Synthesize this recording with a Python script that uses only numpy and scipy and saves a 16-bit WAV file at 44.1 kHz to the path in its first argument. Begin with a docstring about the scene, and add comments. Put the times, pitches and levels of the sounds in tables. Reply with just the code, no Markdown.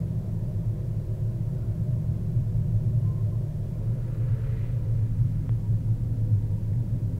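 """Inside a moving cable car

The microphone rides in the cabin with a passenger. The haul rope shakes the hanger, the shell booms in
beating swells and the air rings in standing waves; machinery whines faintly and wind buffets outside.
Halfway the passenger turns from the front window to the side one: a jacket swishes and the microphone
meets other standing waves. Fittings rub faintly and tick now and then."""
import sys
import numpy as np
from scipy import signal
from scipy.fft import rfft, irfft, next_fast_len
from scipy.io import wavfile
from scipy.ndimage import uniform_filter1d

SR = 44100
rng = np.random.default_rng(int(sys.argv[2]) if len(sys.argv) > 2 else 0)


def put_to_file(sound):
    """Save the sound as 16-bit audio at rate SR, in the file named by the first command-line argument."""
    columns = np.atleast_2d(sound).T  # one column per channel
    safe = np.clip(columns, -1, 1)
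    whole_steps = np.round(safe * 32767)
    wavfile.write(sys.argv[1], SR, whole_steps.astype(np.int16))


N = 317079
TIME = np.arange(N) / SR
BINS = np.fft.rfftfreq(2 * next_fast_len(N // 2 + 1), 1 / SR)

# The microphone's path. Each row: time in seconds, place (0 front window, 1 corner post, 2 side window;
# held within 0 to 2).
MIC_PATH = [(0, 0), (3.6, -0.11), (4.2, 0.65), (4.9, 1.5), (5.45, 2.5), (7.19, 2)]
# The microphone's own hiss. Each row: frequency in Hz, density in dB.
HISS_SPECTRUM = [(500, -106.1), (3000, -106), (5000, -106.8), (9000, -108.2), (15500, -109.3)]
# Colour of the wind outside. Each row: frequency in Hz, relative level in dB.
WIND_SPECTRUM = [(8, -25.5), (17, -3.5), (26, 2.5), (33, -2.5), (42, 1), (54, -3.5), (64, -24.5), (90, -23),
                 (500, -100)]
# Gusts on the shell. Each row: time in seconds, level in dB.
WIND_LEVELS = [(0, -46), (0.5, -36), (1.3, -39.5), (2.0, -39.5), (2.7, -32), (3.0, -39.5), (4.6, -34.5),
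               (5.2, -33.5), (7.19, -37)]
# Machinery tones. Each row: pitch in Hz, level in dB at front window, corner post and side window.
WHINE_TONES = [(258.4, -66, -64, -61.5), (371.6, -61, -70, -70), (489, -70.5, -71, -66.5),
               (615, -70, -76, -75), (952, -91, -92, -76.5)]
# Slips of fittings and cloth. Each row: crest and half-length in seconds, pitch and width in Hz,
# level in dB.
RUB_SLIPS = [(1.66, 0.24, 1390, 160, -69), (3.10, 0.063, 1033, 16, -55.5), (3.197, 0.05, 1055, 9.1, -59.5),
             (3.335, 0.034, 1035, 8.9, -60), (3.742, 0.021, 2290, 120, -71), (4.42, .07, 1400, 170, -64),
             (4.57, 0.11, 1910, 110, -64), (4.627, .06, 2530, 200, -69)]
# The ring of a plastic fitting. Each row: pitch in Hz, relative level in dB, seconds to fall 60 dB.
FITTING_MODES = [(470, -2, 0.026), (760, 2, 0.0074), (1170, -1, 0.0076), (1950, -4.5, 0.006),
                 (2350, -9, 0.006), (3350, -12, 0.0067)]
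# Ticks of that fitting. Each row: start in seconds, gain in dB, low cut in Hz.
FITTING_TICKS = [(5.4925, -33.5, 248), (6.681, -54, 1800), (6.733, -41.5, 1700)]
# Colour of the jacket's cloth. Each row: frequency in Hz, relative level in dB.
CLOTH_SPECTRUM = [(500, -15), (1000, -1.5), (1400, 4), (1560, -4), (1700, 1.5), (1820, -9), (1950, 2.5),
                  (2230, -5), (2500, -1.5), (3100, -6), (4300, -8), (6000, -25)]
# The sleeve sliding on the jacket. Each row: time in seconds, level in dB, centre in Hz.
SLEEVE_SLIDE = [(2.9, -100, 1300), (3.4, -84, 1300), (3.8, -69, 1290), (4.15, -62.5, 1500),
                (4.45, -58.5, 1650), (4.64, -59, 2020), (4.8, -66.5, 1720), (5.5, -69.5, 1600),
                (6.1, -100, 1600)]
# Smooth rush of passing air. Each row: frequency in Hz, density in dB.
RUSH_SPECTRUM = [(50, -66.5), (90, -55), (130, -58), (185, -68), (240, -77.5), (470, -85.5), (620, -87),
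                 (730, -88), (1000, -94.5), (1400, -99), (1800, -99.5), (2800, -109), (6000, -125)]
# Cabin resonances. Each row: pitch and width in Hz, relative level in dB at front window, corner post
# and side window.
CABIN_RESONANCES = [(78.6, 21, -56.5, -56, -68.5), (144.55, 2.7, -40, -59, -72), (146.8, 4, -68, -44, -50),
                    (159.5, 14.4, -49.5, -61.5, -52.5), (177.4, 33, -59, -74, -62.5),
                    (190, 17, -65.5, -62.5, -58.5), (216, 6.8, -63.5, -85, -73),
                    (258, 9.5, -74.5, -64.5, -60.5), (294.6, 11, -78, -70, -67.5),
                    (327.3, 18, -67.5, -64.5, -64.5), (370, 22.3, -66.5, -70.5, -80.5),
                    (405, 31, -78.5, -75.5, -70), (441, 13.7, -74.5, -62.5, -81),
                    (490.6, 8.1, -71.5, -69, -65.5), (526, 25, -73.5, -66, -71), (582, 34, -78, -73, -83),
                    (610, 28, -73, -85.5, -76.5), (646, 18, -82, -78.5, -89), (686, 13, -77.5, -99, -96),
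                    (947, 46, -87.5, -80, -85), (1056, 28, -88.5, -91, -99)]
# Running noise. Each row: time in seconds, level in dB of the low resonances and of the high ones.
RUNNING_LEVELS = [(0.1, -32, -49), (0.85, -37.5, -48.5), (1.9, -33, -48.5), (2.45, -33, -51),
                  (2.95, -31, -49), (4.2, -37, -48.5), (4.85, -40, -49), (5.1, -39, -53.5),
                  (5.35, -33.5, -54.5), (5.7, -38, -51.5), (6.8, -36.5, -50)]
# The shell's boom. Each row: pitch and width in Hz, relative level in dB at the same three places.
SHELL_MODES = [(107.2, 5.15, -2.5, -3.5, 3.5), (115.9, 7.2, -4, 2, -1.7)]
# The boom between its swells. Each row: time in seconds, level in dB.
BOOM_FLOOR = [(0, -30.5), (1.3, -30), (2.3, -29.5), (2.85, -23.5), (3.2, -26.5), (3.55, -35), (4.1, -29),
              (5.0, -25.5), (6.0, -26), (7.19, -27.5)]
# Swells of the low boom as its two close modes beat. 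Each row: crest and half-length in seconds,
# level in dB.
BOOM_SWELLS = [(0.184, 0.048, -26), (0.429, 0.1, -28.5), (0.576, 0.039, -24), (0.696, 0.062, -25),
               (0.985, 0.041, -25), (1.256, .085, -25.5), (1.548, 0.033, -22.5), (1.711, 0.062, -25),
               (1.93, 0.084, -23.5), (2.114, 0.076, -24), (2.388, 0.065, -21), (2.576, 0.073, -26),
               (2.75, 0.082, -23), (2.968, 0.056, -21.5), (3.058, 0.068, -22.5), (3.251, 0.075, -22.5),
               (3.895, 0.072, -23.5), (4.224, 0.078, -24), (4.326, 0.064, -21.5), (4.62, 0.039, -22.5),
               (4.743, 0.068, -26), (4.93, 0.1, -22.5), (5.022, 0.059, -21), (5.225, 0.073, -20),
               (5.365, 0.066, -28), (5.526, 0.076, -22), (5.722, 0.076, -20.5), (5.903, .075, -21.5),
               (6.038, 0.06, -25.5), (6.233, 0.07, -23.5), (6.347, 0.067, -18.5), (6.527, 0.051, -22),
               (6.72, .12, -26.5), (6.936, 0.079, -25), (7.055, 0.068, -24.5)]


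def from_db(db):
    """Decibels to gain."""
    return 10 ** (np.asarray(db) / 20)


def rms_one(x):
    """Scale to unit power."""
    return x / np.sqrt(np.mean(x ** 2) + 1e-20)


def in_time(rows):
    """Each column of a curve at every sample."""
    times, *columns = np.transpose(rows)
    return [np.interp(TIME, times, column) for column in columns]


def spectrum(points):
    """Gain per frequency, drawn smoothly through the points."""
    hz, db = np.transpose(points)
    return from_db(np.interp(np.log(BINS + 1), np.log(hz), db))


def resonance(hz, width_hz):
    """Gain per frequency of a resonance applied twice: 1 on top, steep skirts."""
    detuning = (BINS ** 2 - hz ** 2) / (np.pi / 2 * width_hz * (BINS + 1))
    return 1 / (1 + detuning ** 2)


def noise(gain):
    """Noise whose amplitude per root hertz is the given gain."""
    white = rng.standard_normal(2 * (len(BINS) - 1))
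    return irfft(rfft(white) * gain)[:N] * np.sqrt(SR / 2)


def drift(rate_hz):
    """Slow random wander with a spread of 1."""
    return rms_one(noise(1 / (1 + (BINS / rate_hz) ** 4)))


def evened(x, seconds):
    """Hold near unit power over stretches of this length; faster beating stays."""
    size = max(int(seconds * SR), 2)
    power = uniform_filter1d(uniform_filter1d(x ** 2, size), size)
    return x / np.sqrt(np.abs(power) + 1e-20)


def wind():
    """Gusts outside press on the shell, mostly below the cabin's lowest resonance."""
    level_db, = in_time(WIND_LEVELS)
    return from_db(level_db) * evened(noise(spectrum(WIND_SPECTRUM)), seconds=0.13)


def machinery_whine(place, waver=0.009, flicker_db=4):
    """Thin, wavering tones come along the rope, stronger or weaker at each place in the cabin."""
    out = 0
    for hz, *place_dbs in WHINE_TONES:
        pitch_hz = hz * (1 + waver * drift(rate_hz=4.08))
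        phase = 2 * np.pi * np.cumsum(pitch_hz) / SR
        level_db = np.interp(place, [0, 1, 2], place_dbs) + flicker_db * drift(rate_hz=5.0)
        out += np.sqrt(2) * from_db(level_db) * np.sin(phase)
    return out


def rubs():
    """Fittings and cloth slip in faint squeaks and scrapes as the cabin sways and the passenger turns."""
    out = np.zeros(N)
    for crest, half_length, hz, width_hz, db in RUB_SLIPS:
        swell = np.exp(-2 * ((TIME - crest) / half_length) ** 2)
        out += from_db(db) * swell * evened(noise(resonance(hz, width_hz)), seconds=0.051)
    return out


def ticks(high_cut_hz):
    """Dull, quickly damped contacts of a plastic fitting; the light ones stir mainly its upper modes."""
    out, age = np.zeros(N), TIME[:SR // 10]
    ring = sum((-1) ** k * from_db(db - 60 * age / t60) * np.sin(2 * np.pi * hz * age)
               for k, (hz, db, t60) in enumerate(FITTING_MODES))
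    for start, db, low_cut_hz in FITTING_TICKS:
        at = int(start * SR)
        contact = signal.butter(2, [low_cut_hz, high_cut_hz], "band", fs=SR, output="sos")
        out[at:at + len(age)] += from_db(db) * signal.sosfilt(contact, ring)
    return out


def jacket(grain_db, spread_octaves):
    """Threads catch and slip by the microphone; the swish brightens as the sleeve slides faster."""
    level_db, centre_hz = in_time(SLEEVE_SLIDE)
    cloth, swish = spectrum(CLOTH_SPECTRUM), 0
    for hz in np.geomspace(600, 6000, 10):
        in_band = np.abs(np.log((BINS + 1) / hz)) < np.log(10) / 18   # the bands meet edge to edge
        octaves_off = np.log2(hz / centre_hz)
        swish += noise(cloth * in_band) / np.sqrt(1 + (octaves_off / spread_octaves) ** 2)
    catching = rms_one(noise(1 / (1 + (BINS / 90) ** 2)))
    return from_db(level_db + grain_db * catching) * evened(swish, seconds=0.11)


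def standing_waves(modes, place):
    """The microphone meets the same resonances at each place, with different strengths."""
    out = 0
    for spot in range(3):
        power = sum((from_db(dbs[spot]) * resonance(hz, width_hz)) ** 2 for hz, width_hz, *dbs in modes)
        nearness = np.clip(1 - np.abs(place - spot), 0, 1)
        out += np.sqrt(nearness) * noise(np.sqrt(power))
    return out


def cabin_air(place, split_hz=280):
    """All around, the rope drives the low resonances, passing air the higher ones and a smooth rush."""
    low_db, high_db = in_time(RUNNING_LEVELS)
    low_modes = [mode for mode in CABIN_RESONANCES if mode[0] < split_hz]
    high_modes = [mode for mode in CABIN_RESONANCES if mode[0] >= split_hz]
    drone = from_db(low_db) * evened(standing_waves(low_modes, place), seconds=0.21)
    ringing = from_db(high_db) * evened(standing_waves(high_modes, place), seconds=0.22)
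    return drone + ringing + noise(spectrum(RUSH_SPECTRUM))


def boom_throb(flutter_db=1.66, lull_db=-7.5, lull_s=0.016, squareness=2.08):
    """Swells of the low boom as its two close modes beat, each between two lulls, on an uneven floor."""
    lulls, swells = np.zeros((2, N))
    for crest, half_length, db in BOOM_SWELLS:
        near = slice(*np.searchsorted(TIME, [crest - 2 * half_length, crest + 2 * half_length]))
        from_crest = np.abs(TIME[near] - crest)
        lull = np.exp(-((from_crest - 0.92 * half_length) / lull_s) ** 2)
        swell = from_db(db) * np.exp(-2 * (from_crest / half_length) ** squareness)
        lulls[near] = np.maximum(lulls[near], lull)
        swells[near] = np.maximum(swells[near], swell)
    floor_db = in_time(BOOM_FLOOR)[0] + flutter_db * drift(rate_hz=12.0) + lull_db * lulls
    return np.maximum(from_db(floor_db), swells)


def shell_boom(place):
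    """Two close modes of the shell ring around the microphone in a low boom that swells and sags."""
    return boom_throb() * evened(standing_waves(SHELL_MODES, place), seconds=0.031)


def scene():
    """Everything at the one microphone in the cabin, over its own hiss."""
    place = np.clip(in_time(MIC_PATH)[0], 0, 2)
    small_sounds = jacket(grain_db=1.0, spread_octaves=0.37) + rubs() + ticks(high_cut_hz=3000)
    ride = shell_boom(place) + cabin_air(place) + machinery_whine(place) + wind()
    hiss = noise(spectrum(HISS_SPECTRUM))
    return (ride + small_sounds + hiss)[None]


def record(dry):
    """A low cut at 12 Hz, 3 ms fades against clicks at the ends and a steep high cut at 15750 Hz."""
    low_cut = signal.butter(2, 12, "high", fs=SR, output="sos")
    high_cut = signal.ellip(12, 0.1, 80, 15750, fs=SR, output="sos")
    from_edge = np.minimum(TIME, TIME[::-1])
    fades = np.sin(np.pi / 2 * np.clip(from_edge / 0.003, 0, 1)) ** 2
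    return signal.sosfilt(high_cut, signal.sosfilt(low_cut, dry) * fades)


dry = scene()
out = record(dry)
put_to_file(out)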